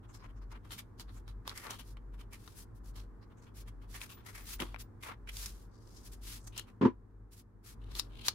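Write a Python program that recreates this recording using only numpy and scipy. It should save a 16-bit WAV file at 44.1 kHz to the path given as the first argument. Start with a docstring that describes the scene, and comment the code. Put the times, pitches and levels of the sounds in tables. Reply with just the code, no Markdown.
"""At a desk in a small quiet room, hands leaf through the plastic sleeves of a ring binder,
lay it aside and slide sticker papers about. Noise and tiny random slips make the hisses and crackles.
Bent sheets swell until their stiff edges snap: a crack and a shiver, coloured by the sheet.
Once a hand knocks the desk, which judders: its modes ring as fading sine waves, with a scuff of noise.
Room noise lies underneath, and a low hum of wavering tones and filtered noise swells and sinks."""
import sys
import numpy as np
from scipy import signal
from scipy.fft import rfft, irfft
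from scipy.io import wavfile
from scipy.ndimage import map_coordinates

SR = 44100
rng = np.random.default_rng(int(sys.argv[2]) if len(sys.argv) > 2 else 0)


def transcribe(u):
    """Save the signal u as a 16-bit wav file named by the first command-line argument.

    u: samples, shape (n,) or (channels, n), limited to [-1, 1]; the rate is SR.
    q: integer samples, one column per channel.
    """
    v = np.clip(np.atleast_2d(u).T, -1, 1)
    q = np.round(v * 32767).astype(np.int16)
    wavfile.write(sys.argv[1], SR, q)


N = 367794


def gain_of(db):
    """Turns decibels into amplitude."""
    return 10 ** (np.asarray(db) / 20)


def evened(x):
    """Scales a signal to an average strength (rms) of 1."""
    return x / np.sqrt(np.mean(x ** 2) + 1e-20)


def fading(t, t60):
    """Dies away by 60 dB in t60 seconds."""
    return 1000 ** (-t / t60)


def read(points, hz):
    """Reads a table of values over pitch, on a log-frequency axis."""
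    f, value = np.transpose(points)
    return np.interp(np.log(hz + 1), np.log(f + 1), value)


def add(mix, s, sound):
    """Mixes a stereo sound in at time s."""
    part = mix[:, max(round(s * SR), 0):][:, :sound.shape[1]]
    part += sound[:, :part.shape[1]]


def wander(size, span):
    """Smooth random drift of rms about 1 that changes over about span points."""
    grid = np.arange(size) / max(span, 1)
    return 1.2 * np.interp(grid, np.arange(size + 2), rng.standard_normal(size + 2))


def band(x, low_hz, high_hz, order):
    """Keeps only what lies between two pitches."""
    return signal.sosfilt(signal.butter(order, [low_hz, high_hz], "band", fs=SR, output="sos"), x)


# How alike the left and right sounds are. Each row: pitch in Hz, likeness from 0 to 1.
LIKENESS = [(60, 1), (250, 0.49), (600, 0.11), (1200, 0.24), (3000, 0.011)]


def paired(z, hz):
    """Two microphones hear the bass alike and the treble differently."""
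    same = np.clip(read(LIKENESS, hz), 0, 1)
    return np.array([z[0], same * z[0] + np.sqrt(1 - same ** 2) * z[1]])


def panned(db):
    """Left and right gains of equal total power; db is how much louder the left is."""
    sides = gain_of([[db / 2], [-db / 2]])
    return evened(sides)


def causal(gain):
    """Gives a spectrum the phase of a struck thing: sharp start, then ringing."""
    circle = np.log(np.maximum(np.r_[gain, gain[-2:0:-1]], 1e-6))
    phase = signal.hilbert(circle).imag[:len(gain)]
    return gain * np.exp(-1j * phase)


def flex(hz, centre_hz, octaves=0.6, bounce=0.1, bounce_s=0.000929, spacing_hz=260):
    """A bent sheet rings in one broad hump of modes; its echo off the desk ripples the hump."""
    hump = (1 + (np.log2((hz + 1) / centre_hz) / octaves) ** 2) ** -1.5
    uneven = evened(gain_of(2.1 * wander(len(hz), spacing_hz / hz[1])))  # random bumps along the hump
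    echo = abs(1 + np.clip(bounce, 0, .6) * np.exp(-2j * np.pi * hz * bounce_s))
    return hump * uneven * echo


def crackle(size, per_s, spread_db):
    """Tiny slips of random size, with separate random signs at each microphone; rms near 1."""
    sizes = gain_of(spread_db * np.minimum(rng.exponential(1, size), 4))
    slips = (rng.random(size) < per_s / SR) * sizes
    return evened(slips * rng.choice([-1, 1], (2, size)))


def gritty(size, share, per_s):
    """Blends smooth noise with crackle; share is the crackle's part of the power, 0 to 1."""
    share = np.clip(share, 0, 1)
    smooth = np.sqrt(1 - share) * rng.standard_normal((2, size))
    return smooth + np.sqrt(share) * crackle(size, per_s, spread_db=3.5)


# Colour of skin and paper sliding. Each row: pitch in Hz, level in dB.
HISS = [(200, -16.5), (700, -19), (1500, -5.5), (3000, -4.5), (5000, -1), (8000, -3.5), (11500, -1.5),
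        (15500, -9.5)]
# Colour of a whole sleeve moving over the desk. Each row: pitch in Hz, level in dB.
BODY = [(60, -17), (200, -10), (450, -10), (700, -9.5), (1100, -1), (2000, -11), (4000, -23), (9000, -57)]


def sheet_colour(hz, flex_db, body_db, flex_hz, octaves=0.6):
    """A sheet's flexing modes joined with the hollow body of its sleeve."""
    return np.hypot(gain_of(flex_db) * flex(hz, flex_hz, octaves), gain_of(body_db + read(BODY, hz)))


def stroke(speed, hiss_db, body_db, flex_db, flex_hz, pan_db, grit, crinkle, flutter_db, octaves):
    """Fine friction hisses; coarser slips drive the sheet's modes and the sleeve's body."""
    size = len(speed)
    hz = np.fft.rfftfreq(size, 1 / SR)
    fine = gritty(size, grit, per_s=2800)
    coarse = gritty(size, crinkle, per_s=1100)
    sheet = sheet_colour(hz, flex_db, body_db, flex_hz, octaves)
    z = rfft(fine) * gain_of(hiss_db + read(HISS, hz)) + rfft(coarse) * causal(sheet)
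    flutter = gain_of(flutter_db * wander(size, .006 * SR))
    return irfft(paired(z, hz)) * speed * flutter * panned(pan_db)


def clock(length):
    """Sample times for a sound of at least this length, in whole blocks."""
    return np.arange(1024 * int(length * SR / 1024 + 2)) / SR


def arch(length, shape):
    """Speed of a hand that starts, glides and stops."""
    return np.sin(np.pi * np.minimum(clock(length) / length, 1)).clip(0) ** shape


# The hum swells at a steady pace; the swell just after the knock is turned down with the gain.
HUM_HZ = 46.86
FIRST_CREST_S, SWELL_PERIOD_S, CREST_DB = 0.4247, .838, -48.5
DUCKED_SWELL_S, DUCKED_SWELL_DB = 7.13, -9
# Faint tones of the hum that do not swell. Each row: pitch in Hz, level in dB.
TONES = [(101, -64), (185, -75), (237, -74.5), (288, -81), (339, -77), (403, -78.5), (458, -79.5)]


def hum(rumble=0.34, half_width_s=0.2325, trough_db=-66, balance_db=1.5):
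    """A motor's low tone and the flutter around it swell together, under a few faint, wavering tones."""
    t = np.arange(N) / SR
    turn = 2 * np.pi * HUM_HZ * t + 0.465 * wander(N, .15 * SR)
    flutter = band(rng.standard_normal(N), 31, 58, order=3)
    crests = FIRST_CREST_S + SWELL_PERIOD_S * np.arange(N / SR / SWELL_PERIOD_S)
    ducked = abs(crests - DUCKED_SWELL_S) < SWELL_PERIOD_S / 2
    heights = gain_of(CREST_DB + DUCKED_SWELL_DB * ducked)
    swell = sum(height * np.exp(-abs((t - s) / half_width_s) ** 3) for s, height in zip(crests, heights))
    low = evened(evened(np.sin(turn)) + rumble * evened(flutter)) * (swell + gain_of(trough_db))
    buzz = np.zeros(N)
    for hz, db in TONES:
        wavering = t + 0.00083 * wander(N, .13 * SR)
        buzz += gain_of(db) * evened(np.sin(2 * np.pi * hz * wavering))
    return (low + buzz) * panned(balance_db)


# Colour of the room noise. 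Each row: pitch in Hz, level in dB.
AIR = [(20, -50), (45, -27), (75, -39), (110, -27), (145, -48), (180, -42), (240, -41), (420, -48),
       (650, -57), (1050, -54), (1700, -62), (2800, -82), (8000, -84), (15000, -88)]
# The recorder's automatic gain, typed as a curve: the room noise sinks after the knock and recovers.
# Each row: time in seconds, level change in dB.
AIR_LEVEL = [(0, -0.5), (6.7, -0.5), (6.95, -5.5), (7.55, -7), (7.9, 2.5), (8.34, 1)]


def air():
    """Dull, steady room noise: random hiss shaped to a dark colour, then turned down and up by the gain."""
    hz = np.fft.rfftfreq(N, 1 / SR)
    noise = irfft(paired(rfft(rng.standard_normal((2, N))), hz) * gain_of(read(AIR, hz)), N)
    return noise * gain_of(np.interp(np.arange(N) / SR, *np.transpose(AIR_LEVEL)))


# Fingers fidget with the sleeves between the grips.
# Each row: start in seconds, end in seconds, middle force of the touches in dB.
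FIDGETS = [(0, 0.474, -61.5), (1.05, 1.2, -57.5), (3.18, 3.36, -62.5)]


def fidget(start, end, force_db, gap_s=.08, length=0.0455, low_hz=3000, high_hz=7500,
           spread_db=3, hiss_re_db=-16, body_re_db=11):
    """Light touches at loose intervals, each ringing a different small patch of plastic."""
    out = np.zeros((2, round((end - start + .3) * SR)))
    times = np.arange(0, end - start, gap_s)
    for s, (late, force, patch) in zip(times, rng.random((len(times), 3))):
        db = force_db + spread_db * (2 * force - 1)
        patch_hz = low_hz * (high_hz / low_hz) ** patch
        touch = stroke(arch(length, shape=0.82), db + hiss_re_db, db + body_re_db, db, patch_hz,
                       pan_db=1.17, grit=.3, crinkle=0.44, flutter_db=1.5, octaves=0.305)
        add(out, s + late * gap_s / 2, touch)
    return out


# At a firm grip: force, friction hiss and hollow body in dB.
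FIRM_DB, FIRM_HISS_DB, FIRM_BODY_DB = -40, -44, -40
# Hiss and body follow the force by their own slopes, in dB per dB.
HISS_SLOPE, BODY_SLOPE = 1.425, 0.407
# Each rustle starts softly, then fades with a faint trail.
LEAD_S, LEAD_DB, GRIP_S = .025, -14.5, 0.0129
TRAIL_DB, TRAIL_S = -21, 0.0385
# A sleeve is gripped or crumpled. Each row: start of the grip in seconds, length of the grip in seconds,
# force in dB, middle pitch of the flexing in Hz, left over right in dB.
RUSTLES = [(0.133, 0.0375, -48.5, 5260, 2.5), (0.228, 0.0386, -63, 5140, 7),
           (0.511, 0.0174, -49, 4700, -2.5), (0.641, 0.0415, -54.5, 2880, 1),
           (0.705, 0.054, -40, 3350, 1.5), (0.775, 0.02855, -39.5, 2710, 0.5),
           (0.993, 0.0257, -41.5, 3900, -0.5), (1.276, 0.0347, -51, 3320, -2.5),
           (1.463, 0.065, -45.5, 4200, -2.5), (1.548, .08, -43, 2100, 2), (1.622, 0.059, -44, 2000, 2),
           (1.694, 0.0646, -42.5, 3330, 1), (1.782, 0.0391, -43, 2930, 5), (2.13, 0.0306, -55, 2400, 4.5),
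           (2.187, 0.0362, -49.5, 2840, -1), (2.322, 0.036, -42.5, 2280, 0), (2.951, 0.063, -47.5, 3660, 0),
           (3.414, 0.042, -59.5, 6040, 0), (3.458, 0.0338, -59, 2860, 1), (3.67, 0.0248, -47.5, 2530, -0.5),
           (3.811, 0.0378, -55.5, 2570, 2), (3.938, 0.0445, -41, 2170, 1), (4.001, 0.0512, -39.5, 1960, 2),
           (4.089, 0.0488, -43, 2860, 3.5), (4.162, 0.078, -60.5, 3000, 4), (4.253, 0.063, -43, 1885, 4),
           (4.339, 0.084, -42, 1966, 2), (4.595, 0.0414, -38.5, 2950, 0.5), (4.638, 0.0937, -51, 3050, 2),
           (5.022, 0.0608, -40, 2260, 0.5), (5.278, 0.0172, -47.5, 2500, -0.5),
           (6.464, 0.0195, -43, 6160, -0.5), (6.554, 0.054, -47.5, 4500, 2),
           (6.667, 0.0386, -55, 2385, 1.5), (7.901, 0.0395, -52, 4200, 6), (7.945, 0.0352, -39, 3977, -0.5),
           (7.98, 0.0179, -32, 4500, 4), (8.252, 0.0323, -34, 4350, -0.5)]


def rustle(length, force_db, flex_hz, pan_db, octaves=0.718):
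    """Soft start, grip and release; a harder grip is brighter, a light one mostly hollow."""
    t = clock(3 * length + .15) - LEAD_S  # the grip starts at 0
    held = np.maximum(t, 0)
    speed = np.minimum(held / GRIP_S, 1) * np.exp(-(held / length) ** 2.2)
    lead = gain_of(LEAD_DB) * (1 + t / LEAD_S) ** 2
    trail = gain_of(TRAIL_DB) * np.exp(-held / TRAIL_S)
    skirt = np.where(t < 0, lead, trail)
    extra_db = force_db - FIRM_DB
    hiss_db = FIRM_HISS_DB + HISS_SLOPE * extra_db
    body_db = FIRM_BODY_DB + BODY_SLOPE * extra_db
    return stroke(np.hypot(speed, skirt), hiss_db, body_db, force_db, flex_hz, pan_db,
                  grit=.16, crinkle=0.32, flutter_db=2.0, octaves=octaves)


# A whole sleeve sweeps over the desk.
# Each row: start in seconds, length in seconds, body level in dB, left over right in dB.
SWEEPS = [(.22, 0.0507, -38.5, 2), (.505, 0.0801, -39.5, 3), (1.45, 0.0998, -38.5, 0),
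          (1.63, .13, -33, 3.5), (4.59, 0.0512, -26, 0), (5.04, 0.1091, -32, 3)]


def sweep(length, body_db, pan_db, hiss_re_db=-33, flex_re_db=-15, flex_hz=2300):
    """A moving sleeve sounds mostly with its hollow body."""
    return stroke(arch(length, shape=0.692), body_db + hiss_re_db, body_db, body_db + flex_re_db,
                  flex_hz, pan_db, grit=.12, crinkle=0.33, flutter_db=2.5, octaves=0.65)


# A tauter edge snaps with more fizz: hiss against flex at FIZZ_HZ, and its rise with pitch.
FIZZ_HZ, FIZZ_DB, FIZZ_DB_PER_OCTAVE = 4080, -12, 16.5
# Sheet edges that snap or tap. Each row: start in seconds, time to fade by 60 dB in seconds,
# sheet flex in dB, hollow body in dB, middle pitch of the flexing in Hz, left over right in dB.
SNAPS = [(.707, 0.0315, -19, -11, 3300, 7), (.997, 0.016, -16, -13, 4520, 2.5),
         (1.279, 0.0233, -23, -15.5, 3900, 1.5), (1.4773, 0.01, -4, 0, 3730, 1),
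         (1.4947, 0.0072, -8.5, -16.5, 3880, -1), (1.5141, 0.0075, -13.5, -17.5, 1800, 6.5),
         (1.5764, 0.0108, -13, -26.5, 5780, -2.5), (1.6676, 0.02, -18.5, -3, 4260, 10),
         (1.707, 0.033, -11.5, -7, 5940, -1.5), (1.9699, 0.041, -23.5, -16.5, 2625, -2.5),
         (2.4771, 0.0223, -20.5, -12, 4200, 7), (4.0154, 0.0092, -6, -18.5, 2710, 7.5),
         (4.6019, 0.0082, 1.5, -6, 2736, 22), (4.6214, 0.0118, -3.5, -3, 3000, 9),
         (4.7444, 0.0147, -9, -4.5, 2030, 5), (4.7618, 0.0063, -12, -9, 2065, 5.5),
         (5.0352, 0.0122, -5.5, -7.5, 2290, 3), (5.274, 0.035, -13, -27, 2300, -2),
         (5.3688, 0.015, -10.5, -30.5, 5000, -2), (5.459, 0.038, -7, -29, 5400, -1),
         (6.578, 0.0325, -10, -36, 6450, 0), (6.5959, .009, -14.5, -36.5, 7067, 5),
         (7.952, .02, -11.5, -27, 3990, -0.5), (7.996, 0.0255, 4.5, -5.5, 4300, 3.5),
         (8.283, 0.0304, 9.5, 7.5, 4566, 3)]


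def snap(t60, flex_db, body_db, flex_hz, pan_db, crack_share=0.15, size=4096):
    """An edge lets go: one crack and a brief shiver of the sheet."""
    t, hz = np.arange(size) / SR, np.fft.rfftfreq(size, 1 / SR)
    hiss_db = flex_db + FIZZ_DB + FIZZ_DB_PER_OCTAVE * np.log2(flex_hz / FIZZ_HZ)
    shiver = rng.standard_normal((2, size)) * fading(t, t60)
    shiver /= np.linalg.norm(shiver, axis=1, keepdims=True)
    crack = 1 / (1 + 1j * hz / 7000)  # the fold takes a moment to flip
    share = np.clip(crack_share, 0, 1)
    blow = np.sqrt(share) * crack + np.sqrt(1 - share) * rfft(shiver)
    sheet = sheet_colour(hz, flex_db, body_db, flex_hz)
    colour = causal(np.hypot(sheet, gain_of(hiss_db + read(HISS, hz))))
    return irfft(paired(blow, hz) * colour) * (1 - t / t[-1]) * panned(pan_db)


# Skin or paper slides flat across a sheet. Each row: start in seconds, length in seconds,
# hiss level in dB, middle pitch of the flexing in Hz, left over right in dB.
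SLIDES = [(1.09, 0.1332, -63, 4000, -5.5), (1.83, 0.1205, -59.5, 5000, 1), (2.33, 0.284, -59.5, 2980, 3),
          (2.535, 0.1202, -51, 11000, 4.5), (2.74, 0.058, -66, 11500, 6.5), (2.83, 0.097, -59, 6640, 2),
          (3.535, 0.1083, -52.5, 2800, 2), (3.87, 0.157, -54, 4300, -2), (4.44, 0.1404, -41, 3020, 1),
          (4.782, 0.051, -44.5, 3180, 2), (5.29, 0.2556, -43, 5400, 1), (5.4, 0.2997, -61, 5500, 0.5),
          (5.74, 0.53, -65, 6500, -2.5), (6.035, 0.0598, -51, 7200, 1), (6.11, 0.0513, -51.5, 8100, 1.5),
          (6.205, 0.2096, -44, 3570, 1.5), (7.305, 0.0638, -58, 9040, 0), (7.35, 0.0792, -57, 10400, 0.5),
          (7.625, 0.1301, -51.5, 2000, 2.5)]


def slide(length, hiss_db, flex_hz, pan_db, body_re_db=-7, flex_re_db=-5):
    """A flat slide is nearly all smooth hiss."""
    return stroke(arch(length, shape=1.37), hiss_db, hiss_db + body_re_db, hiss_db + flex_re_db,
                  flex_hz, pan_db, grit=.1, crinkle=0.2, flutter_db=1.5, octaves=0.95)


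# A thin high ringing when the binder is moved.
# Each row: start in seconds, length in seconds, level in dB.
RINGING = [(4.085, 0.143, -62), (4.38, 0.1, -61.5), (4.495, 0.087, -52), (4.785, 0.0865, -61)]


def ringing(length, db, pitch_hz=14770, width_hz=130):
    """A narrow, fuzzy whistle that swells and fades."""
    t = np.arange(round(length * SR)) / SR
    turn = 2 * np.pi * pitch_hz * t
    span = SR / width_hz
    sides = [wander(len(t), span) * np.cos(turn) + wander(len(t), span) * np.sin(turn) for side in range(2)]
    return gain_of(db) * np.array(sides) * np.hanning(len(t))


# Ways the desk top rings. Each row: pitch in Hz, level in dB, time to fade by 60 dB in seconds.
DESK = [(116, -20.5, .12), (227.3, -8, 0.098), (252.4, 0.5, 0.081), (315.9, -14, 0.14), (345.3, -4, 0.1),
        (417.2, -17.5, 0.066), (510.7, -10.5, 0.06)]
# Colour of the scuff in each bump. Each row: pitch in Hz, level in dB.
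SCUFF = [(60, -12.5), (115, 5), (165, -7.5), (220, 17.5), (400, 15), (630, -4.5), (830, 0.5), (990, 13),
         (1250, -2.5), (2200, -9), (4000, -21), (7000, -33.5), (12000, -48.5)]
# Bumps on the desk, as the binder lands and a hand knocks.
# Each row: start in seconds, strength in dB, scuff level in dB.
BUMPS = [(4.602, -42, -18), (4.621, -36.5, -13.5), (6.811, -25.5, 2.5), (6.8226, -29, 1.5),
         (6.8327, -19, -2), (6.8474, -23.5, 4.5), (6.8559, -17.5, -3)]


def bump(strength_db, scuff_db, scuff_t60=0.109, size=12288):
    """One cushioned bump rings the desk's modes while skin scuffs the top."""
    t, hz = np.arange(size) / SR, np.fft.rfftfreq(size, 1 / SR)
    ring = sum(gain_of(db) * fading(t, t60) * np.sin(2 * np.pi * f * t) for f, db, t60 in DESK)
    soft = band(ring, 105, 500, order=4)
    rub = rng.standard_normal((2, size)) * np.minimum(t / .006, 1) * fading(t, scuff_t60)
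    rub /= np.linalg.norm(rub[0])
    scuff = irfft(paired(rfft(rub), hz) * causal(gain_of(read(SCUFF, hz))))
    return gain_of(strength_db) * soft + gain_of(scuff_db) * scuff


# How far a bend swells, how fast it fades once let go (as a share of its length), and how far it climbs.
BEND_SWELL_DB, BEND_RELEASE_SHARE, BEND_CLIMB_OCTAVES = 19.5, 0.206, .18
# A sticker sheet is bent further and further, then let go. Each row: start in seconds,
# seconds until let go, final level in dB, final middle pitch of the flexing in Hz, left over right in dB.
BENDS = [(5.268, 0.0288, -33.5, 2530, -0.5), (5.68, 0.3103, -54.5, 5550, 7.5),
         (6.36, 0.081, -54.5, 6720, 2), (6.52, .075, -37.5, 3270, 5), (7.79, 0.194, -48.5, 3240, 4),
         (8.09, 0.17, -41, 3240, 4)]


def bend(length, flex_db, flex_hz, pan_db, hiss_re_db=-15, body_re_db=-9):
    """A band of the sheet swells and climbs as it is bent taut, and fades once it is let go."""
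    done = clock(2 * length) / length  # reaches 1 when let go
    slack, after = np.maximum(1 - done, 0), np.maximum(done - 1, 0)
    swell = np.minimum(10 * done, 1) * gain_of(-BEND_SWELL_DB * slack)
    speed = swell * np.exp(-after / BEND_RELEASE_SHARE)
    taut = stroke(np.ones(len(done)), flex_db + hiss_re_db, flex_db + body_re_db, flex_db, flex_hz, pan_db,
                  grit=.25, crinkle=0.47, flutter_db=3.5, octaves=0.538)
    # playing the taut sound slower at first lowers its pitch
    slowed = np.cumsum(2 ** (-BEND_CLIMB_OCTAVES * slack))
    return speed * np.array([map_coordinates(side, [slowed]) for side in taut])


def room(x, t60=0.1191, wet_db=-17, dull_hz=6000):
    """A short, dull tail from the desk top and the near walls."""
    t = np.arange(SR // 2) / SR
    taps = rng.standard_normal((2, len(t))) * fading(t, t60) * (t > .002)
    tail = signal.lfilter(*signal.butter(1, min(dull_hz, SR / 3), fs=SR), taps)
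    tail /= np.linalg.norm(tail[0])
    return gain_of(wet_db) * signal.fftconvolve(x, tail, axes=1)[:, :N]


def scene():
    """All the handling, in the room, over hum and air."""
    hands = np.zeros((2, N))
    for start, end, force_db in FIDGETS:
        add(hands, start, fidget(start, end, force_db))
    for s, *row in RUSTLES:
        add(hands, s - LEAD_S, rustle(*row))
    sources = ((SWEEPS, sweep), (SNAPS, snap), (SLIDES, slide),
               (RINGING, ringing), (BUMPS, bump), (BENDS, bend))
    for table, source in sources:
        for s, *row in table:
            add(hands, s, source(*row))
    return hands + room(hands) + hum() + air()


EDGE_HZ = 15850


def record(dry):
    """The recorder's band limit: a steep filter removes what lies above EDGE_HZ."""
    lowpass = signal.firwin(511, EDGE_HZ, window=("kaiser", 9), fs=SR)
    return signal.oaconvolve(dry, lowpass[None], "same")


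dry = scene()
out = record(dry)
transcribe(out)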